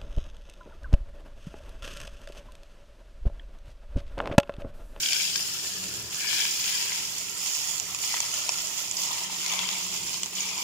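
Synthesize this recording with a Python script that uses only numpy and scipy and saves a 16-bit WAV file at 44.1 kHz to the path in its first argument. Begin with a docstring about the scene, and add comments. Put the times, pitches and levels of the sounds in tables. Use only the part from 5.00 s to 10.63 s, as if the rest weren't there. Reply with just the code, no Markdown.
"""In a kitchen, hot oil is poured over chicken in a steel bowl, close to a stereo microphone.
Water in the meat boils off as countless bubbles, each a damped oscillator, the larger the lower:
fine fizz, coarser crackle, a flare where oil meets wet skin, and a gurgle as the oil pools.
The bowl resonates and reflects the sizzle, and a faint hum wavers underneath.
Single drops of water spit loudly, and a few big bubbles plop."""
import sys
import numpy as np
from scipy import signal
from scipy.fft import rfft, irfft, next_fast_len
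from scipy.io import wavfile
from scipy.ndimage import uniform_filter1d

SR = 44100
rng = np.random.default_rng(int(sys.argv[2]) if len(sys.argv) > 2 else 0)


def persist_wave(psi):
    """Save psi, clipped to +-1, as 16-bit WAV."""
    counts = np.round(np.clip(psi, -1, 1) * 32767).astype(np.int16)
    wavfile.write(sys.argv[1], SR, np.atleast_2d(counts).T)


N = 248283
T = np.arange(N) / SR

# Oil meets wet skin: start t/s, length/s, deep-bubble level/dB, crackle level/dB, ring f/Hz,
# ring level/dB, rate of round trips between the walls f/Hz, share kept per trip before treble loss
FLARES = [(-0.07, 0.24, -45, -39, 1545, -46.5, 770, 0.36), (1.161, 0.24, -39.5, -42, 1700, -43, 797, 0.34),
          (1.57, 0.36, -42, -50.5, 1020, -55.5, 830, 0.077), (3.04, 0.12, -45, -62, 2080, -50, 1080, 0.28),
          (3.996, 0.3, -54, -49, 970, -61, 1020, 0.14), (4.38, 0.3, -46, -42.5, 2190, -47.5, 1120, 0.069),
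          (5.335, 0.34, -56, -70, 2404, -49, 1180, 0.13)]


def amp(db):
    """Amplitude ratio of a level: a factor of ten per 20 dB."""
    return 10 ** (np.asarray(db) / 20)


def unit_rms(x):
    """Normalisation: the mean of the two channels gets an rms of 1."""
    return x / np.sqrt(np.mean(x.mean(0) ** 2) + 1e-20)


def over_time(points):
    """Linear interpolation of a table in time."""
    return np.interp(T, *np.transpose(points))


def over_frequency(points, hz):
    """Linear interpolation of a table in log frequency."""
    f, level = np.transpose(points)
    return np.interp(np.log(hz + 1), np.log(f), level)


def pan(left_db):
    """Constant-power panning: two gains from a left-minus-right level difference."""
    pair = amp(np.array([left_db, -left_db]) / 2)
    return pair / np.sqrt(np.mean(pair ** 2, axis=0))


def colour(x, spectrum):
    """Filters in series multiply: source spectrum, bowl resonances, the microphone's unequal sides."""
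    air_modes = [(2444, 24, 5), (3387, 31, 5.5), (4695, 120, 2.5)]  # air in the bowl: f/Hz, bandwidth/Hz, lift/dB
    balance = [(30, 6), (100, 2), (450, 5), (700, 5), (1000, 4.5), (1800, 5), (2400, 4), (4400, 6.5),
               (5200, 3.5), (6000, -6), (7000, -18), (7700, -11), (10000, -6), (15000, -8)]  # f/Hz, left-minus-right level/dB
    length = x.shape[1]
    size = next_fast_len(length + SR // 10)
    hz = np.fft.rfftfreq(size, 1 / SR)
    bowl = 1 + sum((amp(db) - 1) / (1 + 2j * (hz - f) / width) for f, width, db in air_modes)
    gain = pan(over_frequency(balance, hz)) * amp(over_frequency(spectrum, hz)) * bowl
    return irfft(rfft(x, size) * gain, size)[:, :length]


def voiced(x, spectrum, envelope):
    """Spectral and envelope shaping: the running rms of a filtered swarm follows the envelope."""
    x = colour(x, spectrum)
    power = abs(uniform_filter1d(x.mean(0) ** 2, size=3500))
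    return envelope * x / np.sqrt(power + 1e-20)


def bubbles(per_s, low_hz, high_hz, cycles, spread_db, samples):
    """Damped oscillators start at Poisson-distributed times; each falls to 1/e in `cycles` periods."""
    chance, pitch, strength, place, path = rng.random((5, N))
    onsets = np.flatnonzero(chance < per_s / SR)
    hz = (low_hz + (high_hz - low_hz) * pitch)[onsets, None]
    level_db = spread_db * np.minimum(-np.log(strength[onsets, None]), 4.2)
    periods = hz * np.arange(samples) / SR
    ring = amp(level_db) * np.sqrt(hz) * np.exp(-periods / cycles) * np.sin(2 * np.pi * periods)
    right_lag = np.round(16 * (path[onsets] - .5)).astype(int)  # each side has its own path
    out = np.zeros((2, N))
    for channel, lag, gain in zip(out, (0, right_lag), pan(10 * (place[onsets] - .5))):
        indices = np.maximum(onsets + lag, 0)[:, None] + np.arange(samples)
        channel += np.bincount(indices.ravel(), (ring * gain[:, None]).ravel(), N)[:N]
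    return unit_rms(signal.sosfilt(signal.butter(2, 300, "high", fs=SR, output="sos"), out))


def boiling(level_db, slope, pooled_db):
    """Power law: amplitude follows the boiling at `slope` dB per dB, shifting by pooled_db overall."""
    vigour = [(0, -25.5), (0.3, -26), (0.46, -30.5), (0.8, -33), (1.03, -35.5), (1.095, -38.5),
              (1.18, -30.5), (1.35, -26.5), (1.56, -28.8), (1.78, -26.5), (2.05, -33), (2.39, -34.5),
              (2.46, -28), (2.76, -32.5), (2.83, -36), (2.97, -35), (3.04, -27), (3.19, -29), (3.25, -31.5),
              (3.35, -29), (3.88, -34.5), (4.02, -27), (4.3, -34.5), (4.43, -29.5), (4.86, -32.5),
              (5.15, -31.5), (5.3, -42), (5.38, -29.5), (5.63, -32.5)]  # how hard the water boils under the stream: t/s, level/dB
    boil_db = over_time(vigour)
    return amp(level_db + slope * (boil_db - boil_db.mean()) + pooled_db * T / T[-1])


def showers(per_s=60, decay_s=0.002):
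    """Cascade: a bursting bubble sets off its neighbours, so the power jumps and quickly decays."""
    chance, size = rng.random((2, N))
    kicks = (chance < per_s / SR) * np.minimum(-np.log(size), 2) ** 2
    extra_power = signal.lfilter([1], [1, -np.exp(-1 / (SR * decay_s))], kicks)
    return np.sqrt(1 + amp(7) * extra_power)


def fizz(snaps):
    """Bubble resonance rises as the radius shrinks: the two smallest sizes supply the treble."""
    spray_spectrum = [(7000, -2), (8300, 1.5), (9200, -1.5), (10000, 1), (10900, -3.5), (14000, -5),
                      (14900, 3), (15500, -13)]  # finest bubbles: f/Hz, level/dB
    fizz_spectrum = [(3000, -41), (4100, -7), (4700, -2.5), (5250, 1.5), (6100, -1.5), (6600, 1),
                     (7000, 4.5), (7350, 0.5), (7800, -7.5), (8600, -15), (11000, -30)]  # small bubbles: f/Hz, level/dB
    finest = bubbles(per_s=6000, low_hz=7760, high_hz=15700, cycles=5.3, spread_db=4, samples=64)
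    small = bubbles(per_s=4000, low_hz=3824, high_hz=8800, cycles=6.6, spread_db=3, samples=140)
    small = small * showers() + amp(-9) * snaps
    spray = voiced(finest + amp(-29) * snaps, spray_spectrum, boiling(-44.5, slope=0.83, pooled_db=-3.5))
    return spray + voiced(small, fizz_spectrum, boiling(-38, slope=0.95, pooled_db=-0.3))


def swell(start, length, rise_s=0.073, fall_s=0.087):
    """Envelope of a flare: linear rise, hold and exponential decay."""
    return np.clip((T - start) / rise_s, 0, 1) * np.exp(-np.maximum(T - start - length, 0) / fall_s)


def crackle(snaps, flare_lag_s=0.047):
    """Middle-sized bubbles oscillate freely; more of them spatter just after each flare begins."""
    spectrum = [(1550, -55), (2000, -2), (2350, -2), (2750, 4.5), (3200, 4.5), (3800, -0.5), (4400, -4.5),
                (5500, -9)]  # middle-sized bubbles: f/Hz, level/dB
    lowest_hz = np.linspace(2600, 1600, N)  # bubbles grow larger as the oil pools
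    swarm = bubbles(per_s=1800, low_hz=lowest_hz, high_hz=5085, cycles=4.3, spread_db=1.5, samples=200)
    steady = voiced(swarm * showers() + amp(3) * snaps, spectrum, boiling(-47, slope=0.92, pooled_db=3.5))
    spatter = bubbles(per_s=600, low_hz=2040, high_hz=5070, cycles=5.6, spread_db=4, samples=300)
    flaring = sum(amp(db) * swell(start + flare_lag_s, length) for start, length, _, db, *_ in FLARES)
    return steady + voiced(spatter * showers(), spectrum, flaring)


def flares(snaps):
    """Incoherent sources add in power: large bubbles on wet skin join those of the steady boil."""
    spectrum = [(750, -56), (970, -8), (1200, -26), (1450, -8), (1670, -2), (1900, -1.5), (2420, -5.5),
                (2750, -4)]  # large bubbles: f/Hz, level/dB
    swarm = bubbles(per_s=800, low_hz=920, high_hz=2640, cycles=9.5, spread_db=-1.5, samples=400)
    flaring = sum(amp(db) * swell(start, length) for start, length, db, *_ in FLARES)
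    envelope = np.hypot(boiling(-48.5, slope=0.21, pooled_db=-2.5), flaring)
    return voiced(swarm * showers() + amp(-1.5) * snaps, spectrum, envelope)


def gurgle(snaps):
    """Heavy damping: the largest bubbles ring low in the pooled oil for only a few cycles."""
    spectrum = [(400, -31), (620, -8), (790, -6.5), (950, 3.5), (1110, -2.5), (1250, -6), (1650, -32)]  # bubbles in the pool: f/Hz, level/dB
    activity = [(0.0, -66), (1.15, -51), (1.24, -55), (1.55, -57), (1.74, -53), (2.22, -53), (3.36, -52.5),
                (3.89, -51), (4.09, -42), (4.42, -52.5), (4.53, -38.5), (4.81, -48), (5.3, -52),
                (5.63, -42.5)]  # gurgling: t/s, relative level/dB
    swarm = bubbles(per_s=400, low_hz=506, high_hz=1468, cycles=3, spread_db=2.5, samples=600)
    envelope = amp(over_time(activity)) * boiling(-5, slope=0.42, pooled_db=3.5)
    return voiced(swarm + amp(8.5) * snaps, spectrum, envelope)


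def slosh(snaps):
    """Oil splashing into the pool excites low bubble resonances."""
    spectrum = [(400, -18), (640, 2), (800, 1), (1000, -3), (1200, 1), (1380, 9), (1600, -21)]  # splashes: f/Hz, level/dB
    inflow = [(0, -56), (2.2, -57.5), (2.9, -54), (3.35, -48), (3.9, -57), (4.55, -53), (4.85, -59),
              (5.63, -69)]  # how much oil splashes in: t/s, level/dB
    swarm = bubbles(per_s=390, low_hz=500, high_hz=1523, cycles=5.3, spread_db=5.5, samples=600)
    return voiced(swarm + amp(2.5) * snaps, spectrum, amp(over_time(inflow)))


def sputter(depth_db, per_s):
    """Random amplitude modulation: bubbles come in clumps."""
    knots = rng.standard_normal(N // 20)
    return amp(depth_db * np.interp(T * per_s, np.arange(len(knots)), knots))


def echoes(x, bowl_db, room_db, spots, bowl_t60=0.21, room_t60=0.4):
    """Reverberation of steel walls and kitchen: each spot in the bowl has its own impulse response."""
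    t = np.arange(SR // 4) / SR
    bowl, room = [amp(-60 * t / t60) * (t > .0007) for t60 in (bowl_t60, room_t60)]
    decay = np.hypot(amp(bowl_db) * bowl / np.linalg.norm(bowl), amp(room_db) * room / np.linalg.norm(room))
    hops = np.arange(0, N, SR // 200)
    active_spot = rng.integers(0, spots, len(hops))
    out = np.zeros((2, N))
    for spot in range(spots):
        share = np.sin(np.pi / 2 * np.interp(np.arange(N), hops, active_spot == spot))
        response = decay * rng.standard_normal((2, len(t)))
        out += signal.fftconvolve(x * share, response, axes=1)[:, :N]
    return out


def flutter(x, dull_hz=9000):
    """Flutter echo: in a flare, round trips between the walls form a comb filter of unit power gain."""
    size = next_fast_len(N + SR // 10)
    hz = np.fft.rfftfreq(size, 1 / SR)
    spectrum = rfft(x, size)
    out = x.copy()
    for start, length, *_, trip_hz, share in FLARES:
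        kept = share * np.exp(-hz / dull_hz)
        comb = np.sqrt(1 - kept ** 2) / (1 - kept * np.exp(-2j * np.pi * hz / trip_hz))
        out += swell(start, length) * (irfft(spectrum * comb, size)[:, :N] - x)
    return out


def resonate(x, hz, width_hz):
    """A resonator with unit gain at its centre frequency, which may move."""
    carrier = np.exp(2j * np.pi * np.cumsum(hz * np.ones(N)) / SR)
    pole = np.exp(-np.pi * width_hz / SR)
    return 2 * (carrier * signal.lfilter([1 - pole], [1, -pole], x / carrier)).real


def bowl_rings(shared_hz=2310, width_hz=155):
    """Cavity resonance: each flare rings the air in the bowl at its own pitch and at a shared one."""
    bursts = bubbles(per_s=700, low_hz=1270, high_hz=2640, cycles=0.3, spread_db=4, samples=100)
    bursts *= showers()

    def ring(hz):
        return unit_rms(resonate(resonate(bursts, hz, width_hz), hz, width_hz))

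    shared = amp(1.5) * ring(shared_hz)
    out = np.zeros((2, N))
    for start, length, _, _, hz, db, *_ in FLARES:
        out += amp(db) * swell(start, length) * (ring(hz) + shared)
    return out * pan(11)[:, None]


def hollow(x, depth=0.52):
    """Destructive interference: reflections off the pouring pan weaken one band, which drifts as the pan moves."""
    notch = [(0.15, 1840), (0.45, 2120), (0.9, 1950), (1.35, 1890), (2.4, 1700), (3.2, 1560), (5.63, 1810)]  # centre of the band: t/s, f/Hz
    return x - depth * resonate(x, over_time(notch), width_hz=220)


def sizzle():
    """Superposition of all bubble sizes; the fine ones follow the stream as it wanders over the meat."""
    landing = [(0.0, -3.5), (0.28, 2.5), (2.71, -4.5), (3.51, -2), (3.67, -5), (5.55, -3), (5.63, -9)]  # where the stream lands: t/s, left-minus-right level/dB
    # bubble skins snap with a click that is heard in every band at once
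    snaps = bubbles(per_s=900, low_hz=2900, high_hz=9850, cycles=0.21, spread_db=3.5, samples=32)
    stream_db = over_time(landing)
    flaring = sum(swell(start, length) for start, length, *_ in FLARES)
    left_db = stream_db - stream_db.mean() + 2.7 * (flaring - flaring.mean())  # flares lie to the left
    clumps = sputter(depth_db=0.94, per_s=190) * sputter(depth_db=1.25, per_s=24)
    fine = (fizz(snaps) + crackle(snaps)) * clumps * pan(left_db)
    coarse = (flares(snaps) + gurgle(snaps) + slosh(snaps)) * clumps / np.sqrt(2)
    reflected = echoes(fine + amp(1.5) * coarse, bowl_db=-4.5, room_db=-3.5, spots=14)
    return hollow(flutter(fine + coarse + reflected) + bowl_rings())


def wavering(hz, width_hz):
    """Narrow-band noise: a tone whose amplitude and phase wander at random."""
    lowpass = signal.butter(1, width_hz / 2, fs=SR, output="sos")
    slow = signal.sosfilt(np.vstack([lowpass, lowpass]), rng.standard_normal((2, N + SR)))[:, SR:]
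    phasor = slow[0] + 1j * slow[1]
    tone = (np.exp(2j * np.pi * hz * T) * phasor / abs(phasor) ** 0.44).real
    return unit_rms(tone * pan(5)[:, None])


def room_noise(spectrum, apart_db):
    """Partial coherence: noise common to both sides plus a weaker independent part on each."""
    noise = rng.standard_normal((3, N))
    return unit_rms(colour(noise[0] + amp(apart_db) * noise[1:], spectrum))


def hum():
    """Common modulation: the kitchen's air noise swells with a faint wavering hum and a low rumble."""
    hum_levels = [(0, -64), (0.11, -62), (0.64, -64), (0.86, -50.5), (0.95, -58), (1.47, -65), (2.24, -63),
                  (2.5, -69), (3.9, -68), (4.0, -61), (4.55, -58), (4.64, -50), (4.88, -56), (5.04, -51.5),
                  (5.3, -58), (5.63, -54)]  # highest tone: t/s, relative level/dB
    rumble_levels = [(0, -63.0), (0.25, -62.5), (0.85, -57.5), (1.0, -51), (1.22, -62), (2.2, -61),
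                     (2.55, -64), (2.8, -60.5), (4.8, -65), (5.05, -58.0), (5.3, -64.5), (5.63, -62)]  # rumble and two lower tones: t/s, relative level/dB
    rumble_spectrum = [(15, -13), (49, 3.5), (58, -11), (80, 4), (135, 6.5), (230, -4), (500, -50)]  # low rumble: f/Hz, level/dB
    air_spectrum = [(60, -25), (150, 1), (200, 6), (235, -6.5), (268, 4.5), (298, -2), (337, 6), (385, -1),
                    (412, 5.5), (500, -4.5), (660, -3.5), (1200, -48), (4000, -22)]  # kitchen air: f/Hz, level/dB
    hum_db, rumble_db = over_time(hum_levels), over_time(rumble_levels)
    high_tone = wavering(hz=184.3, width_hz=9) * amp(hum_db + 0.5)
    low_tones = wavering(hz=113, width_hz=8.9) + amp(-4.5) * wavering(hz=72.5, width_hz=12)
    rumble = room_noise(rumble_spectrum, apart_db=-9) * amp(rumble_db - 0.5)
    stir_db = 0.17 * (hum_db - hum_db.mean()) + 0.34 * (rumble_db - rumble_db.mean())
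    air = room_noise(air_spectrum, apart_db=-4.5) * amp(stir_db - 54.5)
    return high_tone + low_tones * amp(rumble_db - 3.5) + rumble + air


def spits(onset_samples=100, pop_s=0.0016):
    """Impulsive excitation: a water drop bursts with a crack, a short ring and a low pop of oil."""
    # t/s, level/dB, ring f/Hz, ring decay time/s, pop level/dB, left-minus-right level/dB
    drops = [(0.034, -25.5, 4700, 0.008, -24.5, 0), (0.060, -25.5, 3300, 0.006, -28, 2),
             (0.087, -24, 3100, 0.004, -30, 3), (0.123, -23, 2440, 0.006, -27, 4),
             (0.131, -20, 4490, 0.0055, -24, 2), (0.219, -24, 6910, 0.003, -43, -5),
             (0.356, -27.5, 1620, 0.006, -32, 4.5), (0.358, -21.5, 5100, 0.005, -31, 3),
             (1.127, -36, 2300, 0.004, -35.5, 0), (1.330, -24, 7200, 0.002, -30, 0),
             (1.453, -23, 2500, 0.002, -30, 3), (1.920, -29, 2050, 0.004, -34, 0),
             (2.7995, -21, 6900, 0.0012, -36, -9), (2.9475, -23, 7170, 0.002, -31, -6),
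             (3.141, -25, 1950, 0.004, -26, 0), (3.204, -18.5, 6860, 0.0015, -29, -5),
             (3.492, -17.5, 5500, 0.002, -22, -1), (3.672, -27, 7000, 0.0005, -41, -7),
             (3.913, -21.3, 6970, 0.001, -36, -6.5), (4.463, -24.5, 6600, 0.0016, -30, -5),
             (4.591, -23, 3300, 0.002, -29, 6), (4.6895, -22, 2750, 0.0018, -27, 9),
             (5.142, -27.5, 4500, 0.0015, -33, 1), (5.233, -20.7, 6820, 0.0014, -26.5, -6),
             (5.260, -27, 6760, 0.001, -37, -7)]
    crack_spectrum = [(300, -18), (900, -18), (2800, -4), (4200, -0.5), (5400, 8), (7000, 12.5),
                      (8500, -4.5), (15000, -22)]  # bursting drop: f/Hz, level/dB
    pop_spectrum = [(400, -14), (700, -6), (950, 3), (1300, -7), (1700, -15), (2400, 2), (3300, 3),
                    (4100, -8), (7000, -24)]  # pop of oil: f/Hz, level/dB
    t = np.maximum(np.arange(-onset_samples, SR // 50), 0) / SR
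    rise = 1 - np.exp(-t / .0001)
    out = np.zeros((2, N + len(t)))
    for at_s, db, hz, ring_s, pop_db, left_db in drops:
        crack = colour(rng.standard_normal((2, len(t))) * rise * np.exp(-2 * t / ring_s), crack_spectrum)
        band = signal.butter(2, [hz / 2, hz * 2], "band", fs=SR)  # small drops crack thinner
        crack = signal.lfilter(*band, crack)
        phase = rng.uniform(0, np.pi / 2, (2, 1))  # the ring reaches each side by its own path
        ring = np.sin(2 * np.pi * hz * t + phase) * rise * np.exp(-t / ring_s)
        burst = crack / np.linalg.norm(crack) + amp(-3) * ring / np.linalg.norm(ring)
        burst /= np.sqrt(np.mean(burst[:, onset_samples:2 * onset_samples] ** 2, axis=1, keepdims=True))
        floor_hz = np.interp(at_s, [0, T[-1] / 2], [1700, 560])  # pops deepen as the oil pools
        pop = colour(rng.standard_normal((1, len(t))) * rise * np.exp(-t / pop_s), pop_spectrum)[0]
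        pop = signal.lfilter(*signal.butter(4, floor_hz, "high", fs=SR), pop)
        pop *= amp(pop_db) * np.sqrt(onset_samples / np.sum(pop ** 2))
        start = round(at_s * SR) - onset_samples
        out[:, start:start + len(t)] += amp(db) * burst * pan(left_db)[:, None] + pop * pan(9)[:, None]
    direct = out[:, :N]
    return direct + echoes(direct, bowl_db=-14.5, room_db=-29, spots=4)


def plops(decay_s=0.004):
    """Damped free oscillation: a big bubble surfaces in the pool and rings briefly."""
    big_bubbles = [(1.247, -33, 980), (3.492, -31, 790), (4.108, -24, 970), (4.298, -28, 920),
                   (5.568, -32, 945)]  # t/s, level/dB, f/Hz
    out = np.zeros(N)
    for at_s, db, hz in big_bubbles:
        t = np.maximum(T - at_s, 0)
        out += amp(db) * np.sin(2 * np.pi * hz * t) * (1 - np.exp(-t * hz)) * np.exp(-t / decay_s)
    return out * pan(11)[:, None]


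def scene():
    """Superposition: the sound pressures from the bowl and the kitchen add."""
    return sizzle() + hum() + spits() + plops()


def record(dry, edge_hz=15800):
    """Band limiting: a linear-phase low-pass filter removes the highest treble."""
    lowpass = signal.firwin(511, edge_hz, window=("kaiser", 9), fs=SR)
    return signal.oaconvolve(dry, lowpass[None], "same")


dry = scene()
out = record(dry)
persist_wave(out)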